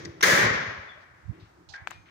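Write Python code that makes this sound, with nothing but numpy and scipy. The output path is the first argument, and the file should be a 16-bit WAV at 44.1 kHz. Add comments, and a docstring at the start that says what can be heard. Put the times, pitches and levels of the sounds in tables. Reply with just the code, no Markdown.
"""A faint ringing hangs over a building site, then a hard crash rolls back from houses and trees.
A lighter crash follows. In each, a struck object cracks, clangs and rings on at its own pitches.
Dull thumps and a hollow rumble lie underneath, with small scrapes of rubble and thin squeaks.
Close by, low buffets hit the right microphone, and a few sharp knocks sound near the end."""
import sys
import numpy as np
from scipy import signal
from scipy.fft import rfft, irfft
from scipy.io import wavfile

SR = 44100
rng = np.random.default_rng(int(sys.argv[2]) if len(sys.argv) > 2 else 0)


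def bounce(signal):
    """Save signal as a 16-bit WAV file at the path given by the first command-line argument."""
    frames = np.transpose(np.atleast_2d(signal))
    limited = np.clip(frames, -1, 1)
    pcm = np.round(limited * 32767).astype(np.int16)
    wavfile.write(sys.argv[1], SR, pcm)


N = 92610
T = np.arange(N) / SR
HZ = np.maximum(np.arange(N // 2 + 1) * SR / N, 1)

# Below, fade_s is the time to drop by 60 dB, and side_db is the left level minus the right.
# Tone of the outdoor background: pitch_hz, level_db
AIR_TONE = [(18, -34), (30, -7.5), (86, 3.5), (221, -9), (364, -6), (437, -10.5), (1320, -8), (3060, -24.5),
            (5900, -26), (8300, -32.5), (13300, -44), (14800, -32.5), (16000, -49.5)]
# Crashes, the first already dying away at the start:
# start_s, level_db, tilt_db_per_octave, contact_db, echo_hold_s, tail_stretch_ratio
CRASH_HITS = [(-.33, -22, 5.5, 0, 0.18, 1), (0.225, -0.5, 0, 0, 0.21, 0.98),
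              (1.735, -20.5, -11, -7.5, 0.006, 0.45)]
# Tone of the crack at first contact: pitch_hz, level_db
CRACK_TONE = [(59, -59.5), (100, -25), (424, -8.5), (854, -29.5), (1800, -4), (2690, -19.5), (3780, -18.5),
              (4290, -12.5), (5190, -21.5), (6420, -16.5), (7610, -40), (8110, -58.5), (8640, -34),
              (11200, -28.5), (12700, -34.5), (14700, -28.5), (16000, -51.5)]
# Notes of the struck object: pitch_hz, level_db, fade_s
RING_NOTES = [(187, -7, .6), (418, -2, .65), (501, -6, .7), (565, -6, .7), (1025, -9, .9), (1071, -9, .9),
              (1314, -7, .9), (1529, -4, 1.0), (1608, -1, 1.0), (1712, 2, .9), (1924, 0, .9),
              (2005, -1, .9), (2265, -3, .8), (2299, -4, .8)]
# Tone of the echoes: pitch_hz, level_db
ECHO_TONE = [(24, -52.5), (40, -39), (69, -21.5), (91, -24.5), (112, -8), (189, -7.5), (269, -9.5),
             (422, -2.5), (455, -5.5), (556, -2.5), (733, -11), (942, -12), (1040, -6), (1240, -7),
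             (1850, 0), (2260, -4.5), (2700, -13.5), (3650, -12), (4030, -14), (6490, -12.5), (8340, -25),
             (10200, -22.5), (13400, -34.5), (14800, -21.5), (16000, -34.5)]
# How the echoes die away, from bass to treble: pitch_hz, extra_drop_db_per_s, fade_s, side_db
ECHO_BANDS = [(102.1, -16.5, .8, -2), (387, 10, 0.91, 1), (900, -6, 1.104, -2.5), (1850, -13.5, 0.77, 7),
              (3500, 25, 1.6, -2), (6500, 45, 1.8, 3.5), (8550, 62.5, 0.16, 2), (15000, 50, .3, 4)]
# Swells of the rumble: middle_s, level_db, half_length_s
RUMBLE_SWELLS = [(0.066, -41, .04), (0.182, -49, 0.023), (1.336, -51, 0.024), (1.406, -51.5, 0.026),
                 (1.606, -56.5, 0.04), (1.896, -56.5, 0.03), (2.054, -61, 0.03)]
# Hollow tone of the rumble: pitch_hz, level_db
RUMBLE_TONE = [(100, -15), (135, -21), (168, 0.5), (220, -18), (290, -6.5), (340, 3), (400, -10),
               (480, -19), (900, -28.5), (2000, -56)]
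# Scrapes and rattles of rubble: start_s, level_db, pitch_hz, width_octaves, hold_s, fade_s, side_db
RUBBLE_SCRAPES = [(0.05, -39, 4800, 0.35, 0.0061, .025, 2), (.053, -43, 1920, 0.28, 0.0064, .03, 8),
                  (0.208, -31.5, 1200, 1.2, 0.0049, 0.022, -2), (0.213, -35.5, 5740, .1, .003, .025, 4),
                  (0.89, -56.5, 3400, .05, 0.035, 0.32, 3), (0.957, -57.5, 603, 0.077, 0.03, 0.095, 11),
                  (1.007, -67, 4500, 0.32, 0.012, .15, 6), (1.328, -66, 2011, 0.53, 0.14, 0.16, 6),
                  (1.399, -64, 4000, .35, .01, 0.43, 5), (1.688, -49.5, 4330, 0.42, 0.0065, 0.24, -23),
                  (1.725, -54.5, 4300, 0.43, 0.041, 0.021, -17), (1.689, -57.5, 810, 0.23, 0.13, 0.25, 5.5),
                  (1.903, -48, 1300, 1.11, 0.014, 0.35, 3.5), (2.058, -59, 2000, 0.63, .04, .2, 2)]
# Thumps and buffets: middle_s, level_db, pitch_hz, half_length_s, side_db
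DULL_THUMPS = [(.095, -38, 119, 0.0098, -1), (.28, -37, 88, 0.0083, 1), (.335, -27.5, 145, 0.0081, 3),
               (0.457, -27, 108, 0.024, 1.5), (.51, -28, 140, 0.0053, 1), (.56, -42.5, 85, 0.014, 0),
               (.685, -38.5, 110, 0.015, 0), (0.789, -43, 88, 0.016, 3), (1.115, -58.5, 81, 0.019, -11),
               (1.258, -40, 73.5, 0.018, -30), (1.297, -25.5, 109.7, 0.015, -37),
               (1.313, -35.5, 138.7, 0.0048, -38), (1.429, -42.5, 99.5, .018, 5.5),
               (1.70, -50, 90, 0.024, -26), (1.822, -45, 99, 0.017, -27.5), (1.981, -49.5, 97.5, 0.04, -28)]
# Notes within a thump: pitch_ratio, level_db
THUMP_NOTES = [(0.619, -10), (1, -1), (1.6, -10)]
# Squeaks and pings: start_s, length_s, pitch_hz, level_db, upward_slide_octaves
THIN_SQUEAKS = [(0.209, 0.0062, 5330, -39, 0), (0.887, 0.033, 3474, -51, -.03), (1.909, 0.14, 2425, -58, 1),
                (1.956, 0.2, 6340, -76.5, 0.057)]
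# Knocks close by: start_s, level_db, pitch_hz, tick_db, side_db
CLOSE_KNOCKS = [(1.873, -14.5, 1333, -27, 14.5), (1.9083, -29.5, 1520, -6, 5),
                (1.9152, -25.5, 1020, -27, 36)]
# Notes within a knock: pitch_ratio, level_db, fade_s
KNOCK_NOTES = [(.7, -10, 0.0057), (1.15, 0, 0.0057), (1.75, -7, 0.0084), (2.2, -26.5, 0.0066)]

CLANG_HZ = 1597  # the struck object's main note


def undb(db):
    """Turn decibels into a number to multiply a sound by."""
    return 10 ** (np.asarray(db) / 20)


def pan(side_db):
    """Share a sound between left and right, keeping its total power."""
    gains = undb(np.array([[side_db], [-side_db]]) / 2)
    return gains / np.sqrt(np.mean(gains ** 2))


def look_up(table, hz, column=1):
    """Read a table at any pitch, blending between its rows."""
    table = np.array(table, float)
    return np.interp(np.log(hz), np.log(table[:, 0]), table[:, column])


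def hump(hz, octaves):
    """A tone shape that is strongest at one pitch and falls away on both sides."""
    return np.exp(-.5 * (np.log2(HZ / hz) / octaves) ** 2)


def noise(tone, alike=0, bass_hz=420, left_delay_s=0.00048):
    """Stereo noise. Both sides share most bass and at least `alike` of the rest, later on the left."""
    common, left, right = rfft(rng.standard_normal((3, N)))
    share = np.maximum(alike, 0.9 / (1 + (HZ / bass_hz) ** 4))
    shared = np.array([common * np.exp(-2j * np.pi * HZ * left_delay_s), common])
    mix = np.sqrt(share) * shared + np.sqrt(1 - share) * np.array([left, right])
    sound = irfft(tone * mix, N)
    return sound / sound.std()


def wobble(rate_hz):
    """A smooth random wander, about 1 either side of zero."""
    curve = irfft(rfft(rng.standard_normal(N)) * np.exp(-(HZ / rate_hz) ** 2), N)
    return (curve - curve.mean()) / curve.std()


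def fade(age, fade_s):
    """Full level until age 0, then 60 dB quieter every fade_s."""
    return np.exp(-np.log(1000) * np.maximum(age, 0) / fade_s)


def burst(age, rise_s, hold_s, fade_s):
    """A level that rises, holds until hold_s, then fades."""
    return np.clip(age / rise_s, 0, 1) * fade(age - hold_s, fade_s)


def tilt(hz, tilt_db):
    """Turn bass and treble up or down by tilt_db for each octave away from the clang."""
    return undb(tilt_db * abs(np.log2(hz / CLANG_HZ)))


def air(level_db=-60, waver_db=.7):
    """A quiet outdoor hush that wavers a little."""
    return noise(undb(look_up(AIR_TONE, HZ))) * undb(level_db + waver_db * wobble(8))


def ring(age, tilt_db, waver_hz=2.56, waver_db=4.0):
    """The struck object keeps vibrating at its own notes, each slightly unsteady."""
    out = 0
    for hz, db, fade_s in RING_NOTES:
        cycles = np.cumsum(hz + waver_hz * wobble(25)) / SR
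        cycles = cycles + rng.random((2, 1))  # out of step at the two microphones
        level = undb(db + waver_db * wobble(18)) * tilt(hz, tilt_db)
        out += level * np.sin(2 * np.pi * cycles) * burst(age, .03, .14, fade_s)
    return out


def echoes(age, hold_s, tilt_db, bend_s=0.019, late_db=-14, late_fade_s=1.69, flutter_db=0.5):
    """Many echoes from houses and trees blur together; the bass builds late, the treble drops first."""
    spectrum = rfft(noise(undb(look_up(ECHO_TONE, HZ)), alike=.08))
    past_hold = bend_s * np.logaddexp(0, (age - hold_s) / bend_s)  # eases from holding into fading
    out = 0
    for hz in 1000 * 2. ** (np.arange(-10, 9) / 2):  # bands half an octave apart
        band = irfft(spectrum * np.maximum(1 - 2 * abs(np.log2(HZ / hz)), 0), N)
        drop_db_per_s, fade_s, side_db = (look_up(ECHO_BANDS, hz, column) for column in (1, 2, 3))
        rise_s = 0.0061 + 0.21 / (1 + (hz / 220) ** 2)
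        rise = np.clip(age / rise_s, 0, 1)
        decay = np.hypot(fade(past_hold, fade_s), undb(late_db) * fade(age, late_fade_s))
        extra_drop = undb(-drop_db_per_s * np.maximum(age - .08, 0))
        out += band * rise * decay * extra_drop * tilt(hz, tilt_db) * pan(side_db)
    return out * undb(flutter_db * wobble(45))


def crashes(crack_db=-15.5, clang_db=-10, ring_db=-32, echo_db=-18, clang_delay_s=.007):
    """Each hit makes a ragged crack and a clang, then leaves a tail of ringing and echoes."""
    out = 0
    for start, db, tilt_db, contact_db, hold_s, stretch in CRASH_HITS:
        age = T - start
        crack = noise(undb(look_up(CRACK_TONE, HZ)) * tilt(HZ, tilt_db), alike=0.98)
        crack *= burst(age, 0.0033, 0.015, 0.028) * pan(1)
        clang = noise(hump(CLANG_HZ, 0.1), alike=0.98)
        clang *= burst(age - clang_delay_s, 0.00062, .001, 0.038) * pan(0.5)
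        contact = undb(crack_db) * crack + undb(clang_db) * clang
        tail = undb(ring_db) * ring(age / stretch, tilt_db)
        tail += undb(echo_db) * echoes(age / stretch, hold_s, tilt_db)
        out += undb(db) * (undb(contact_db) * contact + tail)
    return out


def rumble():
    """Low, hollow noise that comes and goes in short swells."""
    level = sum(undb(db) * np.exp(-.5 * ((T - middle) / half_length) ** 2)
                for middle, db, half_length in RUMBLE_SWELLS)
    return level * noise(undb(look_up(RUMBLE_TONE, HZ)), alike=1.0)


def scrapes(grit_db=1.0):
    """Rubble scrapes in short bursts of noise; a fast flicker in level makes them gritty."""
    out = 0
    for start, db, hz, width, hold_s, fade_s, side_db in RUBBLE_SCRAPES:
        level = undb(db - grit_db * wobble(400)) * burst(T - start, 0.00067, hold_s, fade_s)
        out += level * pan(side_db) * noise(hump(hz, width), alike=0.45)
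    return out


def thumps(pitch_waver=.08):
    """Soft pushes, each only a few uneven low waves long."""
    out = 0
    for middle, db, hz, half_length, side_db in DULL_THUMPS:
        cycles = np.cumsum(hz * (1 + pitch_waver * wobble(70))) / SR
        cycles -= np.interp(middle, T, cycles)  # all the notes peak together in the middle
        push = sum(undb(note_db) * np.cos(2 * np.pi * ratio * cycles) for ratio, note_db in THUMP_NOTES)
        out += undb(db) * pan(side_db) * push * np.exp(-((T - middle) / half_length) ** 2)
    return out


def squeaks(slide_s=0.0087, pitch_waver=0.0041):
    """Thin, brief tones; most slide quickly to their pitch before they fade."""
    out = 0
    for start, length, hz, db, slide in THIN_SQUEAKS:
        age = np.maximum(T - start, 0)
        octaves_below = slide * np.exp(-(age / slide_s) ** 2)
        pitch = hz * 2 ** -octaves_below * (1 + pitch_waver * wobble(200))
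        tone = np.sin(2 * np.pi * np.cumsum(pitch) / SR)
        out += undb(db) * tone * burst(age, length / 6, length / 2, 2 * length)
    return out * pan(2)


def knocks(tick_hz=6680, snap_hz=15000, snap_db=-16, tail_db=-30):
    """Woody knocks whose notes die at once, with a bright tick and a faint tail."""
    out = 0
    for start, db, hz, tick_db, side_db in CLOSE_KNOCKS:
        age = np.maximum(T - start, 0)
        body = sum(undb(note_db) * np.sin(2 * np.pi * hz * ratio * age) * fade(age, fade_s)
                   for ratio, note_db, fade_s in KNOCK_NOTES)
        body = cut_treble(cut_bass(body, hz=700), hz=3640)
        tick_tone = hump(tick_hz, 0.16) + undb(snap_db) * hump(snap_hz, 0.3)
        tick = undb(tick_db) * noise(tick_tone) * burst(age, 0.00011, 0, 0.01)
        tail = undb(tail_db) * noise(hump(hz, 1.3)) * burst(age, 0.0016, 0, 0.096)
        out += undb(db) * (pan(side_db) * (body + tick) + tail)
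    return out


def cut_bass(sound, hz):
    """Steeply turn down everything below hz."""
    return signal.sosfilt(signal.butter(4, hz, "high", fs=SR, output="sos"), sound)


def cut_treble(sound, hz):
    """Gently turn down everything above hz."""
    return signal.sosfilt(signal.butter(2, hz, fs=SR, output="sos"), sound)


def scene():
    """All the sounds added together at the two microphones."""
    return crashes() + scrapes() + knocks() + thumps() + rumble() + squeaks() + air()


def record(dry, bottom_hz=52, top_hz=15700):
    """The recorder thins the deep bass and cuts off the highest treble."""
    top_cut = signal.ellip(8, .2, 70, top_hz, fs=SR, output="sos")
    return signal.sosfilt(top_cut, cut_bass(dry, bottom_hz))


dry = scene()
out = record(dry)
bounce(out)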